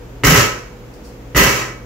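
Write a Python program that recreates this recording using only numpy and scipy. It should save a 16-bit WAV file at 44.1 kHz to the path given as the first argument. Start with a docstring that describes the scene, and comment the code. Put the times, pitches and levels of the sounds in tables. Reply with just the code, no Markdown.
"""An appliance hums in a quiet kitchen; then, close to the stereo microphone, a fist thumps a glass
tabletop twice. Each blow makes the table boom; the pane jumps, knocks on its frame and chatters
with the dishes until it settles. Between the blows a sleeve rustles faintly as the arm is raised.
The room answers briefly, and the loud crashes press into the recorder's limiter."""
import sys
import numpy as np
from scipy import signal
from scipy.fft import rfft, irfft
from scipy.io import wavfile
from scipy.ndimage import uniform_filter1d

SR = 44100
rng = np.random.default_rng(int(sys.argv[2]) if len(sys.argv) > 2 else 0)


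def dump_mix(stems):
    """Bounce the given channels to the path in sys.argv[1] as a 16-bit WAV at rate SR."""
    frames = np.atleast_2d(stems).T  # one column per channel
    limited = np.clip(frames, -1, 1)  # hard clip at full scale
    pcm = np.round(limited * 32767).astype(np.int16)
    wavfile.write(sys.argv[1], SR, pcm)


N = 81585
T = np.arange(N) / SR
CONTACT_T60_S = 0.057  # one contact on the glass dies by 60 dB in this time


def amp(db):
    return 10 ** (np.asarray(db) / 20)


def unit_rms(x):
    return x / np.sqrt(np.mean(x ** 2) + 1e-20)


def curve_at(points, hz):
    point_hz, value = np.transpose(points)
    return np.interp(np.log(hz + 1), np.log(point_hz + 1), value)


def decay(t, t60):
    return np.exp(-np.log(1000) * np.maximum(t, 0) / t60) * (t >= 0)


def convolve(x, kernel):
    return signal.fftconvolve(np.atleast_2d(x), np.atleast_2d(kernel), axes=1)[:, :N]


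def colour(x, spectrum, size=4096):
    """Causal filter of unit energy with the given spectral shape."""
    log_gain = np.log(amp(curve_at(spectrum, abs(np.fft.fftfreq(size, 1 / SR)))))
    kernel = np.fft.ifft(np.exp(np.conj(signal.hilbert(log_gain)))).real[:size // 2]
    return convolve(x, kernel / np.linalg.norm(kernel))


def stereo_noise(width=0.96, bass_width=0.21, crossover_hz=650):
    """Two channels of noise, alike in the bass and apart in the treble."""
    mid, side = rfft(rng.standard_normal((2, N)))
    hz = np.fft.rfftfreq(N, 1 / SR)
    apart = (width * hz ** 2 + bass_width * crossover_hz ** 2) / (hz ** 2 + crossover_hz ** 2)
    channels = np.array([mid + apart * side, mid - apart * side])
    return irfft(channels / np.sqrt(1 + apart ** 2), N)


def ringing(modes):
    """A struck body: one decaying sine for each mode, summed."""
    return sum(amp(db) * decay(T, t60) * np.sin(2 * np.pi * hz * T) for hz, db, t60 in modes)


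def swell(start, db, hz, peak_s):
    """A low vibration that builds up and dies within a few cycles."""
    age = np.maximum(T - start, 0)
    envelope = (age / peak_s * np.exp(1 - age / peak_s)) ** 2
    return amp(db) * envelope * np.sin(2 * np.pi * hz * age)


# Kitchen air all around the microphone. Each row: frequency in Hz, relative spectral level in dB.
AIR_SPECTRUM = [(25, -5), (55, 3), (85, -18.5), (125, -7), (160, -6), (230, -8.5), (480, -7), (600, -13),
                (1000, -18.5), (2500, -25.5), (4000, -32.5), (7000, -32.5), (9000, -45.5), (12000, -38.5),
                (15500, -38)]
# The appliance, faint and central. Each row: frequency in Hz, level in dB.
HUM_TONES = [(43.1, -42), (59.5, -43.5), (119, -41.5), (221, -54), (275, -50), (490, -49)]


def air_and_hum(air_db=-38, waver_depth=0.36):
    """Steady room air and an appliance whose tones waver slowly in level and phase."""
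    air_gain = amp(curve_at(AIR_SPECTRUM, np.fft.rfftfreq(N, 1 / SR)))
    air = irfft(rfft(stereo_noise(width=1.0)) * air_gain, N)
    knots = np.linspace(0, T[-1], num=14)
    hum = np.zeros(N)
    for hz, db in HUM_TONES:
        real, imaginary = rng.standard_normal((2, len(knots)))
        waver = 1 + waver_depth * np.interp(T, knots, real + 1j * imaginary)
        tone = np.exp(2j * np.pi * (hz * T + rng.random()))
        hum += amp(db) * unit_rms((waver * tone).real)
    return amp(air_db) * unit_rms(air) + hum


# The fist lands near the microphone. Each row: start in seconds, relative chatter level in dB,
# chatter delay in seconds, its hold in seconds, its sag during the hold in dB per second,
# its settling afterwards in dB per second, sway level in dB.
FIST_BLOWS = [(0.224, 1.5, 0.011, 0.13, 11, 135.5, -12), (1.342, 2, 0.0098, 0.25, 60, 175, -14.5)]


def frame_sway():
    """The table's frame sways under each whole blow."""
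    return sum(swell(start, db, hz=50.7, peak_s=0.054) for start, *_, db in FIST_BLOWS)


# Pane and dishes buzzing at close range. Each row: frequency in Hz, relative spectral level in dB.
CHATTER_SPECTRUM = [(100, -7.5), (280, -3.5), (450, 1.5), (600, -1), (730, -10), (1050, -2), (1600, 0),
                    (2000, -1), (2400, 0), (2950, 0), (3500, -8.5), (4200, -7), (5700, -2), (7100, -4.5),
                    (8100, -20), (9000, -18), (16000, -39.5)]
# The sizzle of their finest contacts. Each row: frequency in Hz, relative spectral level in dB.
SIZZLE_SPECTRUM = [(100, -63), (6000, -29), (8000, 0.5), (9000, -13), (9700, -9.5), (12000, 5),
                   (15500, 1.5)]


def chatter(contacts_per_s=700, spread_db=5, build_s=0.016, fine_lag_s=0.0031, fine_fade_db_per_s=36):
    """Pane and dishes buzz in tiny contacts, the finest settling first. Returns buzz and contacts."""
    coarse, fine = np.zeros((2, N))
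    for start, db, delay, hold, sag, settle, _ in FIST_BLOWS:
        age = np.maximum(T - start - delay, 0)
        level = amp(db - sag * np.minimum(age, hold) - settle * np.maximum(age - hold, 0))
        coarse += level * np.clip(age / build_s, 0, 1)
        fine += level * np.clip((age - fine_lag_s) / build_s, 0, 1) * amp(-fine_fade_db_per_s * age)
    touches = rng.random(N) < contacts_per_s / SR
    hits = touches * amp(spread_db * np.clip(rng.standard_normal(N), -2, 2))
    power = abs(convolve(hits ** 2, decay(T, CONTACT_T60_S / 2)))
    grainy_noise = unit_rms(np.sqrt(power)) * stereo_noise()
    contacts = grainy_noise * coarse
    sizzle = amp(-17) * colour(grainy_noise * fine, SIZZLE_SPECTRUM)
    return amp(-14) * colour(contacts, CHATTER_SPECTRUM) + sizzle, contacts


# The pane hits its frame, under the fist and as it lands again. Each row: start in seconds,
# thud level in dB, thud pitch in Hz, relative clack level in dB.
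PANE_KNOCKS = [(0.236, -10, 124.6, -0.5), (.272, -7, 150.5, 0.5), (0.313, -5.5, 172.4, -13),
               (.333, -17, 182, 2.5), (.371, -7.5, 117.5, -16), (.412, -23.5, 117, -13.5),
               (1.348, -12.5, 124.4, -9), (1.361, -14.5, 138, -3.5), (1.395, -15, 185, 1),
               (1.44, -18, 167.5, -7), (1.468, -19, 122, -5.5), (1.615, -28.5, 122, -12.5),
               (1.681, -32, 119.3, -23)]
THUD_COLUMN, CLACK_COLUMN = 1, 3


def pane_thuds():
    """Each knock thuds at its own pitch."""
    return sum(swell(start, db, hz, peak_s=0.013) for start, db, hz, _ in PANE_KNOCKS)


def knock_train(level_column):
    """An impulse at every knock, with the level given in that column."""
    train = np.zeros(N)
    for knock in PANE_KNOCKS:
        train[round(knock[0] * SR)] += amp(knock[level_column])
    return train


# Bending modes of the table, heard from beside it.
# Each row: frequency in Hz, relative level in dB, time to fall 60 dB in seconds.
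TABLE_MODES = [(64.7, 10, 0.17), (114, 1, 0.44), (156.5, -8, 0.28), (183, -32, 0.38), (273.3, -5.5, 0.26),
               (301, 2, 0.38), (438, 0, 0.74), (574, 3, 0.53)]


def table_boom(push_s=0.00081):
    """Each knock is a brief push that bends the table and sets its low modes ringing."""
    push = T * np.exp(-T / (push_s / 4))
    force = convolve(knock_train(THUD_COLUMN), push / push.sum())
    return amp(-14.5) * convolve(force, ringing(TABLE_MODES))


# One hard contact of the pane, close up. Each row: frequency in Hz, relative spectral level in dB.
CLACK_SPECTRUM = [(100, -11), (280, 2.5), (450, 2.5), (720, -9.5), (1000, -1.5), (1500, -2), (1950, 4.5),
                  (2400, -8), (2950, -10), (3500, -15.5), (7000, -16.5), (9000, -25.5), (16000, -23)]


def pane_clacks(rise_s=0.0031):
    """Each knock is a short crack of glass modes, so many that they blur into noise."""
    cracks = np.zeros((2, N))
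    for start, _, _, db in PANE_KNOCKS:
        age = T - start
        crack = stereo_noise() * decay(age, CONTACT_T60_S) * np.clip(age / rise_s, 0, 1)
        cracks += amp(db) * crack / np.linalg.norm(crack[0])
    return amp(13) * colour(cracks, CLACK_SPECTRUM)


# Clear tones of the pane and the dishes on it.
# Each row: frequency in Hz, relative level in dB, time to fall 60 dB in seconds.
GLASS_MODES = [(404, -3, .42), (781, -9, .4), (979, -5, .32), (1022, -3, .32), (1296, 6, .34),
               (1368, -5, .2), (1582, 0, .35), (1899, 4.5, .3), (1950, 0, .15), (2000, 3.5, .26),
               (2258, 1.5, .32), (2654, -2.5, .32), (2785, -2.5, .2), (2904, 0, .3)]


def glass_ring(contacts):
    """Knocks and chattering contacts keep the modes of the glass sounding."""
    modes = ringing(GLASS_MODES)
    knocked = amp(10.5) * convolve(knock_train(CLACK_COLUMN), modes / 2)
    chattered = amp(9) * convolve(contacts, modes / np.linalg.norm(modes))
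    return amp(-27.5) * (knocked + chattered)


# The kitchen's reverberation at the microphone. Each row: frequency in Hz, time to fall 60 dB in seconds.
KITCHEN_T60 = [(100, 0.41), (500, 0.54), (1500, 0.47), (3000, 0.34), (6000, 0.33), (14000, 0.26)]


def kitchen_reverb(sound, first_reflection_s=0.004):
    """Diffuse reflections, each band dying at its own speed."""
    hz, t, bands = signal.stft(stereo_noise(width=0.74), SR, nperseg=256)
    fading = bands * decay(t, curve_at(KITCHEN_T60, hz)[:, None])
    tail = signal.istft(fading, SR, nperseg=256)[1][:, :N] * (T > first_reflection_s)
    return convolve(sound, tail / np.linalg.norm(tail[0]))


# The arm is raised by the table. Each row: peak time in seconds, level in dB, fade time in seconds.
SLEEVE_BRUSHES = [(0.94, -48, 0.0083), (1.052, -47.5, 0.034)]
# Cloth near the microphone. Each row: frequency in Hz, relative spectral level in dB.
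CLOTH_SPECTRUM = [(100, -32), (3000, -20), (4800, 3.5), (8000, -6.5), (15000, -11)]


def sleeve_rustles(rise_share=0.35):
    """Small brushes of cloth that swell quickly and fade."""
    level = sum(amp(db) * np.exp(-np.maximum(T - peak, (peak - T) / rise_share) / fade)
                for peak, db, fade in SLEEVE_BRUSHES)
    return colour(level * stereo_noise(), CLOTH_SPECTRUM)


def scene():
    """At the microphone: the table's boom, the clatter of glass and the kitchen around them."""
    buzz, contacts = chatter()
    clatter = buzz + pane_clacks() + sleeve_rustles()
    boom = frame_sway() + pane_thuds() + table_boom()
    ring = glass_ring(contacts)
    room = kitchen_reverb(amp(0.5) * clatter + amp(-10) * boom + amp(-8) * ring)
    pan = amp([[-0.44], [0.44]])  # a touch to the right
    return air_and_hum() + pan * (clatter + boom + ring + room)


def record(dry, low_cut_hz=40, limit_db=-7, recover_db_per_s=90, knee=0.95, top_hz=15750):
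    """The recorder: low cut, a limiter that holds crashes down and rounds their peaks, band limit."""
    dry = signal.sosfilt(signal.butter(2, low_cut_hz, "high", fs=SR, output="sos"), dry)
    power = uniform_filter1d((dry ** 2).mean(0), size=300)
    power_db = 10 * np.log10(abs(power) + 1e-12)
    recovery_db = T * recover_db_per_s
    peak_db = np.maximum.accumulate(power_db + recovery_db) - recovery_db  # jumps up, sinks steadily
    over_db = np.maximum(peak_db - limit_db, 0)
    held = dry / amp(uniform_filter1d(over_db, size=100))
    linear = np.clip(held, -knee, knee)
    rounded = linear + (1 - knee) * np.tanh((held - linear) / (1 - knee))
    low_pass = signal.firwin(511, top_hz, window=("kaiser", 8), fs=SR)
    return signal.oaconvolve(rounded, low_pass[None], "same")


dry = scene()
out = record(dry)
dump_mix(out)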